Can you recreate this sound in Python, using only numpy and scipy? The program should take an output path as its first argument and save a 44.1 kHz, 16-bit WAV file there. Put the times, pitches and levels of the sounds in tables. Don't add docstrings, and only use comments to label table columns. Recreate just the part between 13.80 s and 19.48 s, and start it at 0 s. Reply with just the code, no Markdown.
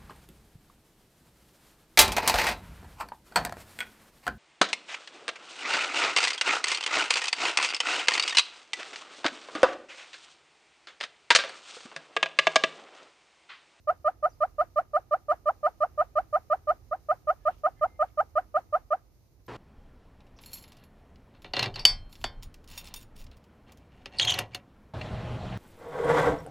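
import sys
import numpy as np
from scipy import signal
from scipy.fft import rfft, irfft
from scipy.io import wavfile
from scipy.ndimage import uniform_filter1d

SR = 44100
rng = np.random.default_rng(int(sys.argv[2]) if len(sys.argv) > 2 else 0)


def decibels_to_gain(level_db):
    exponent = np.asarray(level_db, float) / 20
    return 10 ** exponent


def wrap_up_sound(samples):
    columns = np.atleast_2d(samples).T
    tamed = np.clip(columns, -1, 1)
    steps = np.round(tamed * 32767).astype(np.int16)
    wavfile.write(sys.argv[1], SR, steps)


N = 250488

# start_s [s], hold_s [s], glide_top_hz [Hz], second_voice_db [dB]
CLUCKS = [(0.073, 0.026, 746.5, -22.5), (0.2455, 0.035, 753, -24.5), (0.4269, 0.0295, 753, -17.5),
          (0.6054, 0.0291, 746, -24.5), (0.783, 0.027, 731, -32), (0.9597, 0.029, 754.4, -16),
          (1.1343, 0.032, 758, -21.5), (1.3105, 0.03, 769, -16.5), (1.4841, 0.031, 744, -10.5),
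          (1.6577, 0.033, 766, -16.5), (1.831, 0.035, 757.4, -11.5), (2.0051, 0.03, 745, -14.5),
          (2.177, 0.034, 742, -16.5), (2.3552, 0.029, 755, -24.5), (2.5277, 0.031, 763, -19.5),
          (2.7005, 0.03, 752, -22), (2.8723, 0.034, 749, -34.5), (3.112, 0.019, 751.5, -22),
          (3.2868, 0.026, 752, -20), (3.472, 0.031, 756, -19.5), (3.6533, 0.029, 748.5, -30),
          (3.8357, 0.0274, 755.4, -17), (4.0121, 0.0288, 743, -14.5), (4.1926, 0.033, 764, -15.5),
          (4.3744, 0.029, 809.6, -10.5), (4.5547, 0.026, 758, -20), (4.7426, 0.026, 761, -28),
          (4.926, 0.026, 744, -20.5), (5.1056, 0.026, 744, -32)]
# time_s [s], pitch_hz [Hz]
HELD_PITCH = [(0.0, 604.4), (0.5, 603.8), (1.3, 596.8), (2.4, 603.4), (2.85, 602.8), (3.3, 607.4),
              (4.7, 605.2), (5.2, 601)]
# multiple [x pitch], level_db [dB re fundamental], steepness [dB per dB of effort]
OVERTONES = [(2.003, -5, 0.67), (3, -25, 0.85), (4, -31, 0.89), (5, -35.5, 1.2), (6, -48, 0.47),
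             (7, -42, 0.77), (8, -43, 0.99), (9, -49.5, 0.52), (10, -48.5, .7), (11, -48.5, 1.9),
             (12, -53.5, 0.98), (12.8, -49.5, 0.85), (14.1, -59, .7), (15.1, -58.5, .7), (18, -61, .7),
             (19.05, -53.5, .8), (20, -54.5, 1.2), (21, -52, 1.2)]
PULSE_PHASE = {2: .5, 3: 1.7, 4: .8, 5: 2.0}
# pitch_hz [Hz], width_hz [Hz], level_db [dB]
THROAT = [(2284, 290, -8.5), (2540, 87, -7.5), (3550, 260, -12.5)]
# pitch_hz [Hz], level_db [dB]
PUFF_COLOUR = [(120, -7), (420, 0), (950, 6.5), (1600, 4), (2300, -9.5), (3000, -16), (3600, -22),
               (4800, -22), (6800, -31), (7700, -23.5), (9300, -36), (12500, -23.5), (15900, -31)]
# pitch_hz [Hz], width_hz [Hz], level_db [dB]
PORT_COLOUR = [
    [(1290, 150, 12), (1360, 140, -6), (3000, 1100, -5), (7560, 360, 10.5)],
    [(1217, 220, 8), (1600, 130, -5.5), (420, 330, 3.0), (2000, 1000, 1.5), (8100, 2700, -7)],
]
# delay_s [s], left_db [dB], right_db [dB]
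ECHOES = [
    (.025, -36, -37),
    (0.044, -47, -46.5),
    (0.061, -50, -50),
]
# time_s [s], peak_db [dB]
CLAW = [
    (5.6665, -58),
]
# middle_s [s], half_length_s [s], level_db [dB]
RUSTLE = [
    (3.712, 0.13, -68.5),
    (4.283, .035, -73),
]
# time_s [s], pitch_hz [Hz], level_db [dB]
FAR_CHIRP = [(.488, 6200, -91.5), (.494, 6020, -69), (.5, 5800, -62.5), (.505, 4980, -82),
             (.525, 4900, -74), (0.553, 5020, -80)]
# middle_s [s], length_s [s], pitch_hz [Hz], level_db [dB]
FAR_NOTES = [(0.509, 0.017, 6300, -72.5), (3.599, 0.053, 1840, -80.5), (3.637, 0.058, 1705, -78),
             (3.986, 0.043, 2060, -74), (3.989, .03, 3160, -85), (3.991, .05, 1750, -72.5),
             (4.11, 0.13, 2095, -73), (4.308, 0.019, 2196, -77)]
# time_s [s], level_db [dB]
BREEZE = [(0.0, -82.5), (0.68, -79.5), (1.45, -81.5), (1.85, -79.5), (2.42, -79), (3.29, -78.5), (5.0, -80),
          (5.13, -82.5), (5.68, -83)]
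# middle_s [s], half_length_s [s], level_db [dB]
GUSTS = [(0.121, 0.047, 1.5), (.31, 0.021, 0), (2.17, 0.056, 2), (2.422, 0.038, 5.5), (4.078, 0.1, 2.5),
         (5.601, 0.014, 6.5)]
# pitch_hz [Hz], level_db [dB per Hz]
RUMBLE = [(24, -30), (41, 2), (60, -1.5), (106, -3), (160, -18.5), (210, -45), (350, -120)]
MURMUR = [(130, -1), (200, -4), (330, -2.5), (500, -8.5), (850, -13.5), (1400, -20.5), (2200, -23),
          (3000, -26.5), (3800, -33.5)]
HISS = [(1180, -36), (2000, -5.5), (3330, -12), (3830, -4.5), (4140, -5), (6320, -1.5), (7780, -12.5),
        (11200, -6.5), (12300, -4), (14300, -6), (15800, -5.5)]
# pitch_hz [Hz], likeness [0-1]
LIKENESS = [(30, 0.95), (100, .7), (300, 0.34), (800, 0.91), (1500, 0.061), (16000, 0)]
# pitch_hz [Hz], left_minus_right_db [dB]
LEAN = [(60, -6), (110, -2.5), (200, -2.5), (380, -3), (700, 0), (1290, -3.5), (2380, -0.5), (4400, -7),
        (8120, 1.5), (15000, 1)]


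def hornbill():
    voice, air, flutter = np.zeros(N), np.zeros(N), drift(99)
    cluck_db, puff_db = -23, -22.5
    chance = rng.standard_normal((len(CLUCKS), 32))
    for (start, hold, top_hz, second_db), luck in zip(CLUCKS, chance):
        level_db = cluck_db - 737.5 * past(.026, hold)
        level_db -= 3 * past(start, 4.81)
        fall_s = 0.0166 - 0.18 * (hold - .03) - 2.5e-5 * (top_hz - 755)
        span = slice(round((start - .012) * SR), round((start + .16) * SR))
        t = np.arange(span.start, span.stop) / SR - start - hold
        phase = np.where(t < 0, t / hold, t / fall_s)
        wobble = flutter[span]
        tone = first_voice(phase, wobble, start, hold, top_hz, luck)
        hz, slide_db, air_db = second_voice(phase)
        hz = hz * (1 + .04 * luck[0] + .04 * wobble[::-1])
        slide = 2 * np.pi * np.cumsum(hz) / SR + 3 * luck[1]
        tone += decibels_to_gain(second_db + slide_db + 4.5 * wobble) * np.cos(slide)
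        voice[span] += np.sqrt(2) * decibels_to_gain(level_db) * tone
        air[span] += decibels_to_gain(level_db + puff_db + air_db + luck[2])
    return voice, air


def first_voice(phase, wobble, start, hold, top_hz, luck):
    glide, body_db, low_db, high_db = effort(phase)
    held_hz = along(HELD_PITCH, start)[0]
    shaky = wobble * np.clip(phase - .5, 0, 1)
    ragged = wobble[::-1] * np.clip(3 * phase, 0, 1)
    pitch_hz = (held_hz + glide * (top_hz - held_hz)) * (1 + 0.049 * shaky)
    turn = 2 * np.pi * np.cumsum(pitch_hz) / SR
    tone = decibels_to_gain(body_db + 3.5 * shaky) * np.cos(turn)
    dull_db = 1300 * past(.026, hold)
    for (k, db, steep), own in zip(OVERTONES, luck[3:]):
        k = round(k)
        effort_db = low_db if k < 4 else high_db - dull_db
        level_db = db + steep * effort_db
        level_db = level_db + 2.2 * min(k - 1, 4) * ragged + 0.16 * min(k - 1, 8) * own
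        tone += decibels_to_gain(level_db) * np.cos(k * turn + PULSE_PHASE.get(k, own))
    return tone


def effort(phase):
    onset = np.clip((phase + 1.069) / .12, 0, 1)
    swell = onset * (1 - .78 * past(-phase, 0) ** 1.406)
    swell_db = 20 * np.log10(np.maximum(swell, 1e-4))
    release_db = -7.5 * past(phase, 0) ** 2.33
    glide_at = -0.19
    glide = 1.549 * (1 - np.exp(-past(phase, glide_at) / .9)) - 2.7 * past(phase, 1.15)
    glide = np.maximum(glide, -.6) + 1.5 * past(-phase, .88)
    low_db = np.maximum(-0.12 - 42 * past(phase, -.13) ** 2, -15.5 + 2.1 * release_db)
    high_db = 5 - 13.5 * np.clip((phase - glide_at) / 0.25, 0, 1) - 34 * past(phase, 0.27)
    return eased([glide, swell_db + release_db, 2.07 * swell_db + low_db, 2.3 * swell_db + high_db])


def second_voice(phase):
    hz = 1258 * np.exp(-.35 * phase)
    slide_db = -3.5 - 452.5 * past(-phase, -.3) ** 2 - 71.5 * past(phase, 1.3) ** 2
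    rise_db = np.maximum(-5 + 18.5 * phase, 38.5 * (phase - 0.043))
    air_db = np.minimum(rise_db, 0) - 90 * past(-phase, 0.91) - 8 * past(phase, .55)
    return eased([hz, slide_db, air_db])


def eased(columns):
    return uniform_filter1d(uniform_filter1d(columns, size=45, axis=1), size=45, axis=1)


def throat(x):
    for hz, width_hz, db in THROAT:
        x = peak(x + 1e-18, hz, width_hz, db)
    return x


def head_turn(voice):
    shaded = peak(voice + 1e-18, 4600, 1000, -6)
    return np.where(np.arange(N) / SR < 3.0, voice, shaded)


def ports(pair):
    left_lead_s = 5e-5
    out = [np.interp(np.arange(N) + left_lead_s * SR, np.arange(N), pair[0]), pair[1]]
    for side, modes in enumerate(PORT_COLOUR):
        for hz, width_hz, db in modes:
            out[side] = peak(out[side] + 1e-18, hz, width_hz, db)
    return np.array(out)


def claw(hiss):
    (s, db), = CLAW
    t = np.arange(N) / SR - s
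    bright = peak(hiss, 12000, 2500, 9.6)
    return bright * decibels_to_gain(db - 8.5 - 60 * np.abs(t) / np.where(t < 0, .02, .03))


def bush(x):
    tail_db, t60_s = -38, 0.35
    t = np.arange(round(.5 * SR)) / SR
    tail = rng.standard_normal((2, len(t))) * decibels_to_gain(-60 * t / t60_s) * np.clip(t / 0.047, 0, 1)
    tail *= decibels_to_gain(tail_db) / np.sqrt(np.sum(tail ** 2, axis=1, keepdims=True))
    for delay, left_db, right_db in ECHOES:
        tail[:, round(delay * SR)] += decibels_to_gain([left_db, right_db])
    middle = signal.butter(2, [670, 1520], "band", fs=SR, output="sos")
    thin = signal.sosfilt(middle, x)
    return signal.fftconvolve(thin[None], tail, axes=1)[:, :N]


def rustle():
    clicks = rng.standard_normal((2, N)) * (rng.random((2, N)) < 1500 / SR)
    mid_band = signal.butter(2, [1900, 3600], "band", fs=SR, output="sos")
    crackle = rms_one(signal.sosfilt(mid_band, clicks))
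    t = np.arange(N) / SR
    return crackle * sum(decibels_to_gain(db - 26 * ((t - s) / half) ** 2) for s, half, db in RUSTLE)


def far_birds():
    t = np.arange(N) / SR
    chirp = [(0, 6480, -140), (.48, 6280, -140)] + FAR_CHIRP + [(.57, 4900, -140)]
    hz, db = along(chirp, t)
    notes = decibels_to_gain(db) * np.cos(2 * np.pi * np.cumsum(hz * (1 + 0.039 * drift(150))) / SR)
    for middle, length, hz, db in FAR_NOTES:
        near = slice(round((middle - length) * SR), round((middle + length) * SR))
        fade_db = 8 * ((t[near] - middle) / length * 2) ** 4
        notes[near] += decibels_to_gain(db - fade_db) * np.cos(2 * np.pi * hz * t[near])
    notes = notes * decibels_to_gain(4.0 * drift(120))
    t = t[:SR // 4]
    smear = rng.standard_normal((2, len(t))) * decibels_to_gain(-26 - 60 * t / 0.12)
    return notes * decibels_to_gain([[-2], [2]]) + signal.fftconvolve(notes[None], smear, axes=1)[:, :N]


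def background(voice, hiss):
    t = np.arange(N) / SR
    breeze_db, = along(BREEZE, t)
    swing_db = breeze_db - breeze_db.mean()
    gust_db = sum(db * np.exp(-((t - s) / half) ** 2) for s, half, db in GUSTS)
    rumble = decibels_to_gain(-57.5 + 0.88 * swing_db + gust_db) * coloured(RUMBLE, patchy_db=.6)
    murmur = decibels_to_gain(-69.5 + 0.72 * swing_db + 0.67 * gust_db) * coloured(MURMUR, patchy_db=-0.1)
    leaves = decibels_to_gain(-74 + 0.81 * swing_db) * hiss
    lingering = gate(3 * voice, 3, 0.11)
    return rumble + gate(voice, 3, 0.021) * (murmur * lingering + leaves)


def gate(voice, gate_db, release_s):
    r = np.exp(-1 / (release_s * SR))
    opened = signal.lfilter([1 - r], [1, -r], np.abs(voice))
    return decibels_to_gain(gate_db * np.tanh(opened / 0.021))


def coloured(spectrum, patchy_db=0.):
    hz = np.maximum(np.arange(N // 2 + 1) * SR / N, 1)
    mid, side = rfft(rng.standard_normal((2, N)))
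    alike = np.clip(at_hz(LIKENESS, hz), 0, 1)
    sides = np.array([[1], [-1]])
    pair = np.sqrt(1 + alike) * mid + np.sqrt(1 - alike) * side * sides
    inside = (hz > spectrum[0][0]) & (hz < spectrum[-1][0])
    pair = pair * inside * decibels_to_gain(at_hz(spectrum, hz) + sides * at_hz(LEAN, hz) / 2)
    return rms_one(irfft(pair, N)) * decibels_to_gain(patchy_db * drift(8))


def drift(rate):
    r = np.exp(-80 * np.pi * rate / SR)
    steps = rng.standard_normal(N // 40 + 2002)
    slow = signal.lfilter([1], [1, -2 * r, r * r], steps)[2000:]
    return np.interp(np.arange(N) / 40, np.arange(len(slow)), rms_one(slow))


def peak(x, hz, width_hz, db):
    w, a = 2 * np.pi * hz / SR, decibels_to_gain(db / 2)
    k = np.pi * width_hz / SR
    top = [1 + k * a, -2 * np.cos(w), 1 - k * a]
    return signal.lfilter(top, [1 + k / a, -2 * np.cos(w), 1 - k / a], x)


def past(value, mark):
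    return np.maximum(value - mark, 0)


def rms_one(x):
    return x / np.sqrt(np.mean(x ** 2) + 1e-20)


def along(rows, at):
    first, *columns = np.transpose(sorted(map(tuple, rows)))
    return [np.interp(at, first, c) for c in columns]


def at_hz(points, hz):
    return along([(np.log(f), v) for f, v in points], np.log(hz))[0]


def scene():
    voice, air = hornbill()
    voice = head_turn(throat(voice))
    bird = ports(voice + bush(voice)) + air * coloured(PUFF_COLOUR)
    hiss = coloured(HISS, patchy_db=0.93)
    return bird + claw(hiss) + rustle() + far_birds() + background(voice, hiss)


def band_limit(x):
    return signal.sosfilt(signal.butter(12, 15960, fs=SR, output="sos"), x)


def record(dry):
    low_cut = signal.butter(6, 39, "high", fs=SR, output="sos")
    top_cut = signal.cheby2(12, 60, 16150, fs=SR, output="sos")
    mix = signal.sosfilt(np.vstack([low_cut, top_cut]), dry)
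    return band_limit(mix)


dry = scene()
out = record(dry)
wrap_up_sound(out)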